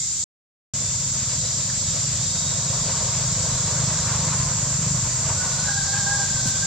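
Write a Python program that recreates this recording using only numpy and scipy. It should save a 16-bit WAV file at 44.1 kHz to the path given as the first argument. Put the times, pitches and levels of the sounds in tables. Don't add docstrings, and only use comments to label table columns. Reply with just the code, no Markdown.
import sys
import numpy as np
from scipy import signal
from scipy.fft import rfft, irfft
from scipy.io import wavfile
from scipy.ndimage import uniform_filter1d

SR = 44100
rng = np.random.default_rng(int(sys.argv[2]) if len(sys.argv) > 2 else 0)


def output_pcm(signal):
    pcm = np.clip(np.atleast_2d(signal).T, -1, 1) * 32767
    wavfile.write(sys.argv[1], SR, np.round(pcm).astype(np.int16))


N = 293706
TIME = np.arange(N) / SR
HZ = np.fft.rfftfreq(N, 1 / SR)

# frequency_hz, likeness (-1 to 1)
SAME = [(100, 1), (400, .96), (1200, 0.9), (2500, 0.78), (3800, 0.58), (5000, 0.3), (6200, -0.058),
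        (7100, -0.16), (7550, 0.064), (8100, -0.33), (13000, -0.21)]
# start_s, end_s
GAP_S = (.2405, .7368)


def gain_of(db):
    return 10 ** (np.asarray(db) / 20)


def evened(x):
    return x / np.sqrt(np.mean(x ** 2) + 1e-20)


def read(points, hz):
    f, value = np.transpose(points)
    return np.interp(np.log(hz + 1), np.log(f + 1), value)


def curve(rows):
    return np.interp(TIME, *np.transpose(rows))


def drift(rate_hz):
    return evened(irfft(rfft(rng.standard_normal(N)) / (1 + (HZ / rate_hz) ** 4), N))


def noise(gain, same):
    mid, side = rfft(rng.standard_normal((2, N))) * gain
    same = np.clip(same, -1, 1)
    mid = mid * np.sqrt(1 + same)
    side = side * np.sqrt(1 - same)
    return evened(irfft(np.array([mid + side, mid - side]), N))


def air(spectrum):
    return noise(gain_of(read(spectrum, HZ)), read(SAME, HZ))


def arch_of(start_s, length_s):
    return abs(np.sin(np.pi * np.clip((TIME - start_s) / length_s, 0, 1)))


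def forest(x, t60_s, wet_db):
    tail = noise(1, 0.92)[:, :SR] * gain_of(-60 * TIME[:SR] / t60_s)
    tail = tail / np.linalg.norm(tail[0])
    return x + gain_of(wet_db) * signal.fftconvolve(x[None], tail, axes=1)[:, :N]


def passing(nearest_s, half_power_s):
    return -10 * np.log10(1 + ((TIME - nearest_s) / half_power_s) ** 2)


def hump(center_s, half_s):
    return np.exp(-((TIME - center_s) / half_s) ** 2)


def foliage():
    # frequency_hz, density_db_per_hz
    leaves = [(200, -14), (600, -11.5), (1500, 2), (2200, 2.5), (2900, 3), (5000, -7), (10000, -28),
              (15500, -35.5)]
    level_db = np.where(TIME < GAP_S[0], -52, -45)
    return air(leaves) * gain_of(level_db + 2.3 * drift(12.0))


def bouts():
    # start_s, end_s, rise_db
    bout_rows = [(1.15, 4.3, 5), (5.45, 7.208, 5)]
    edge_s = .2
    rise_db = 0
    for start_s, end_s, db in bout_rows:
        rise_db = rise_db + db * (np.tanh((TIME - start_s) / edge_s) - np.tanh((TIME - end_s) / edge_s)) / 2
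    return rise_db


def cicadas():
    # frequency_hz, density_db_per_hz
    chorus_spectrum = [(2800, -31), (4900, -11.5), (5450, -11.5), (6050, -3.5), (6500, -7.5), (6880, -1.5),
                       (7350, -2.5), (7650, -6), (7830, -10), (8200, -12), (8700, -20.5), (10000, -30.5),
                       (11600, -32.5), (12400, -41), (15500, -44)]
    # center_hz, half_width_hz, level_db, left_right_likeness
    singer_rows = [(6800, 12, -41.5, 0.059), (6940, 35, -39, -.1), (7050, 31, -36.5, 0),
                   (6890, 25, -41.5, -.3), (7260, 45, -37, -.4), (7450, 28, -38, .3), (7460, 28, -40.5, 0),
                   (7590, 55, -35, 0.286), (7800, 12, -48, .3), (7700, 16, -40.5, .4)]
    start_db, growth_db_per_s, db_per_bout_db = -27, 0.2451, 0.06
    ripple = uniform_filter1d(rng.standard_normal(len(HZ)), size=110)
    ripple = evened(uniform_filter1d(ripple, size=70))
    chorus = noise(gain_of(read(chorus_spectrum, HZ)) * gain_of(1.2 * ripple), read(SAME, HZ))
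    chorus = chorus * gain_of(0.33 * drift(60))
    chorus = chorus * gain_of(start_db + growth_db_per_s * TIME + db_per_bout_db * bouts())
    singers = np.zeros((2, N))
    for hz, half_width_hz, db, same in singer_rows:
        singers += gain_of(db) * noise(1 / (1 + ((HZ - hz) / half_width_hz) ** 2), same)
    return chorus + singers


def buzzers():
    tymbal_hz = [169.06, 196.4, 236.1, 289.6]
    # frequency_hz, gain_db
    ring = [(2600, -33.5), (3200, -9.5), (3600, -4), (4300, -3.5), (4800, -0.5), (5500, -0.5), (6200, -7.5),
            (7000, -20.5), (8000, -30)]
    rest_db = -39
    out = np.zeros((2, N))
    flutter = np.array([drift(7.2) + 1j * drift(13.0), drift(7.8) + 1j * drift(7)])
    for rate_hz in tymbal_hz:
        turn = np.exp(2j * np.pi * np.cumsum(rate_hz * (1 + .007 * drift(.35))) / SR)
        orders = np.arange(round(3000 / rate_hz), round(7000 / rate_hz))
        line = turn ** orders[0]
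        for order in orders:
            line_hz = order * rate_hz
            same = np.clip(read(SAME, line_hz), -1, 1)
            fluttering = (line * np.roll(flutter, rng.integers(N), axis=1)).real
            mid, side = gain_of(read(ring, line_hz)) * fluttering
            out += mid * np.sqrt(1 + same) + np.outer([1, -1], side * np.sqrt(1 - same))
            line = line * turn
    return evened(out) * gain_of(rest_db + bouts())


def diesel(firing_hz, first_turn, thud, uneven_db, jitter_turns):
    turns = np.cumsum(firing_hz) / SR + first_turn + jitter_turns * drift(9)
    firings = np.diff(np.floor(turns), prepend=np.floor(turns[0]))
    blows = firings * gain_of(uneven_db * drift(14))
    log_gain = np.log(gain_of(read(thud, abs(np.fft.fftfreq(N, 1 / SR)))))
    causal = np.exp(np.conj(signal.hilbert(log_gain)))[:len(HZ)]
    return evened(irfft(rfft(blows) * causal, N))


def engines():
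    # frequency_hz, gain_db
    near_thud = [(26, -52), (38, -18.5), (50, -8), (75, -14.5), (100, -6), (126, 2), (151, 1.5),
                 (177, -5.5), (202, -13), (260, -34), (380, -30), (800, -70.5)]
    far_thud = [(20, -57), (37, -32), (56, -20.5), (75, -7), (93, 4.5), (112, 2.5), (131, 1.5), (168, -10),
                (230, -21.5), (500, -67.5)]
    # time_s, firing_rate_hz
    far_speed = [(.8, 18.7), (3.5, 17.6), (4.8, 17.5), (5.65, 18), (6.45, 15.7)]
    # frequency_hz, density_db_per_hz
    rumble_spectrum = [(15, -41), (30, -30.5), (50, -1.5), (90, 5.5), (140, 3.5), (200, 0), (290, -11),
                       (370, -25), (800, -55)]
    # center_s, rise_db
    surges = [(3.82, 3.5), (4.3, 3.5), (4.88, 7)]
    surge_half_s = 0.12
    start_hz, idle_hz, settle_s = 26.453, 23.629, 7.671
    near_db, far_db, early_db = -31, -34.5, -7.5

    near_hz = idle_hz + (start_hz - idle_hz) * np.exp(-TIME / settle_s)
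    swell_db = passing(nearest_s=4.15, half_power_s=1.63)
    swell_db = swell_db + sum(db * hump(center_s, surge_half_s) for center_s, db in surges)
    near = diesel(near_hz, .86, near_thud, uneven_db=1.46, jitter_turns=0.012)
    near = near * gain_of(near_db + swell_db)
    far = diesel(curve(far_speed), 0.302, far_thud, uneven_db=1.0, jitter_turns=0.014)
    far = far * gain_of(far_db + passing(nearest_s=4.2, half_power_s=2.4))
    rumble = air(rumble_spectrum) * gain_of(-35.5 + 0.29 * swell_db)
    return (near + far + rumble) * gain_of(early_db * (TIME < GAP_S[0]))


def wheels():
    # frequency_hz, density_db_per_hz
    hiss_spectrum = [(150, -22), (350, -2), (550, 1.5), (750, -14.5), (1100, 2.5), (1900, 5.5), (2700, 0.5),
                     (4000, -4), (8000, -44.5)]
    # center_hz, width_hz, relative level_db, gain_db_per_db of rolling
    roar_bands = [(584, 236, -5.5, 0.63), (1000, 256, -5.5, 1.5), (1260, 430, -9.5, 1),
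                  (1533, 150, -13, 2.06)]
    # center_s, half_length_s, rise_db, most_raised_hz
    rough_patches = [(2.955, 0.56, 5.5, 690), (3.656, 0.24, 5.5, 570), (4.194, 0.4, 7, 1360),
                     (5.34, 0.34, 4, 1150)]
    patch_octaves, roll_db, early_db = 1.57, -39.5, -14

    def rough_db(hz):
        total_db = 0
        for center_s, half_s, db, at_hz in rough_patches:
            share = np.exp(-(np.log2(hz / at_hz) / patch_octaves) ** 2)
            total_db = total_db + db * hump(center_s, half_s) * share
        return total_db

    swell_db = passing(nearest_s=5.56, half_power_s=2.94) + 1.2 * drift(21)
    out = air(hiss_spectrum) * gain_of(swell_db + rough_db(hz=1500) - 7)
    for hz, width_hz, db, follow in roar_bands:
        band = noise(1 / (1 + (2 * (HZ - hz) / width_hz) ** 4) ** .5, read(SAME, HZ))
        out += band * gain_of(db + follow * swell_db + rough_db(hz) + 1.7 * drift(12))
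    return out * gain_of(roll_db + early_db * (TIME < GAP_S[0]))


def birds():
    # start_s, length_s, pitch_hz, second_harmonic_db before the tail, hoarseness (0 to 1)
    note_rows = [(-.02, 0.082, 1058, -49, .1), (4.307, 0.21, 520, -40, .4), (5.363, .14, 743.4, -35, 0.6),
                 (5.519, 0.24, 743, -38.5, .7), (5.623, 0.25, 810, -33.5, .9), (5.858, 0.2, 801, -32, 0.89),
                 (5.998, 0.258, 809, -31, 0.98), (6.167, 0.33, 780.6, -36.5, 0.57),
                 (6.45, 0.27, 786.7, -32, .3)]
    clear_db, hoarse_db = -23.5, -6
    arch_share = .04
    out = np.zeros(N)
    jitter = .014 * drift(60) + .011 * drift(12)
    rasp_db = 4 * drift(45)
    for start_s, length_s, hz, db, hoarse in note_rows:
        arch = arch_of(start_s, length_s)
        pitch_hz = hz * (1 + hoarse * (jitter - arch_share * (1 - arch)))
        phase = 2 * np.pi * np.cumsum(pitch_hz) / SR
        swell = np.sqrt(arch) * evened(gain_of(hoarse * rasp_db))
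        fundamental_db = clear_db + hoarse * (hoarse_db - clear_db)
        tone = np.sin(2 * phase) + gain_of(fundamental_db) * np.sin(phase)
        out += gain_of(db) * swell * tone
    return forest(out, t60_s=0.75, wet_db=-1.5)


def whines():
    # start_s, length_s, middle_hz, glide_hz_per_s, level_db
    whine_rows = [(.7, .4, 3535, 40, -46), (1.05, .65, 4770, 130, -43), (1.28, .34, 3960, 0, -42),
                  (2.15, .7, 3778, 65, -40), (2.65, .37, 4575, 40, -39.5), (3.47, .26, 3985, -5, -41),
                  (3.85, .6, 3985, -5, -46), (5.35, .65, 3982, -37, -42), (5.3, 1.1, 4240, -170, -43),
                  (5.7, .36, 4580, -180, -39)]
    out = np.zeros((2, N))
    flutter = gain_of(2.8 * drift(25))
    waver = 0.0016 * drift(41)
    for start_s, length_s, middle_hz, glide_hz_per_s, db in whine_rows:
        shift = rng.integers(N)
        left_lead_rad = rng.normal(-0.11, 0.39)
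        glide_hz = glide_hz_per_s * (TIME - start_s - length_s / 2)
        pitch_hz = (middle_hz + glide_hz) * (1 + np.roll(waver, shift))
        phase = 2 * np.pi * np.cumsum(pitch_hz) / SR
        swell = np.sqrt(arch_of(start_s, length_s)) * np.roll(flutter, shift)
        out += gain_of(db) * swell * np.sin(phase + np.array([[left_lead_rad], [0]]))
    return out


def rustles():
    # center_s, length_s (between 1/e points), center_hz, width_hz, level_db
    puff_rows = [(1.703, 0.027, 1700, 500, -39.5), (3.148, 0.11, 2240, 1400, -40),
                 (4.09, .03, 1300, 1200, -32), (4.287, 0.023, 1500, 1500, -37),
                 (6.482, 0.069, 6400, 3240, -27.5)]
    out = np.zeros((2, N))
    grain = evened(gain_of(4.7 * drift(300)))
    for center_s, length_s, hz, width_hz, db in puff_rows:
        puff = noise(1 / (1 + (2 * (HZ - hz) / width_hz) ** 2), read(SAME, HZ))
        out += gain_of(db) * puff * grain * hump(center_s, length_s / 2)
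    return out


def bumps():
    # start_s, pitch_hz, decay_s, level_db
    knock_rows = [(6.348, 85, 0.016, -23), (6.457, 212, 0.0074, -18.5), (6.471, 112, .01, -24)]
    out = np.zeros(N)
    for start_s, hz, decay_s, db in knock_rows:
        t = np.maximum(TIME - start_s, 0)
        out += gain_of(db) * np.sin(2 * np.pi * hz * t) * np.exp(-t / decay_s)
    return out


def scene():
    pan_db = [[-.2], [.2]]
    distant = (engines() + wheels() + birds()) * gain_of(pan_db)
    return distant + foliage() + rustles() + cicadas() + buzzers() + whines() + bumps()


def record(dry):
    edge_hz = 15700
    live = 1. * ((TIME < GAP_S[0]) | (TIME > GAP_S[1]))
    live = uniform_filter1d(live, size=24)
    lowpass = signal.firwin(511, edge_hz, window=("kaiser", 9), fs=SR)
    return signal.oaconvolve(dry * live, lowpass[None], "same")


dry = scene()
out = record(dry)
output_pcm(out)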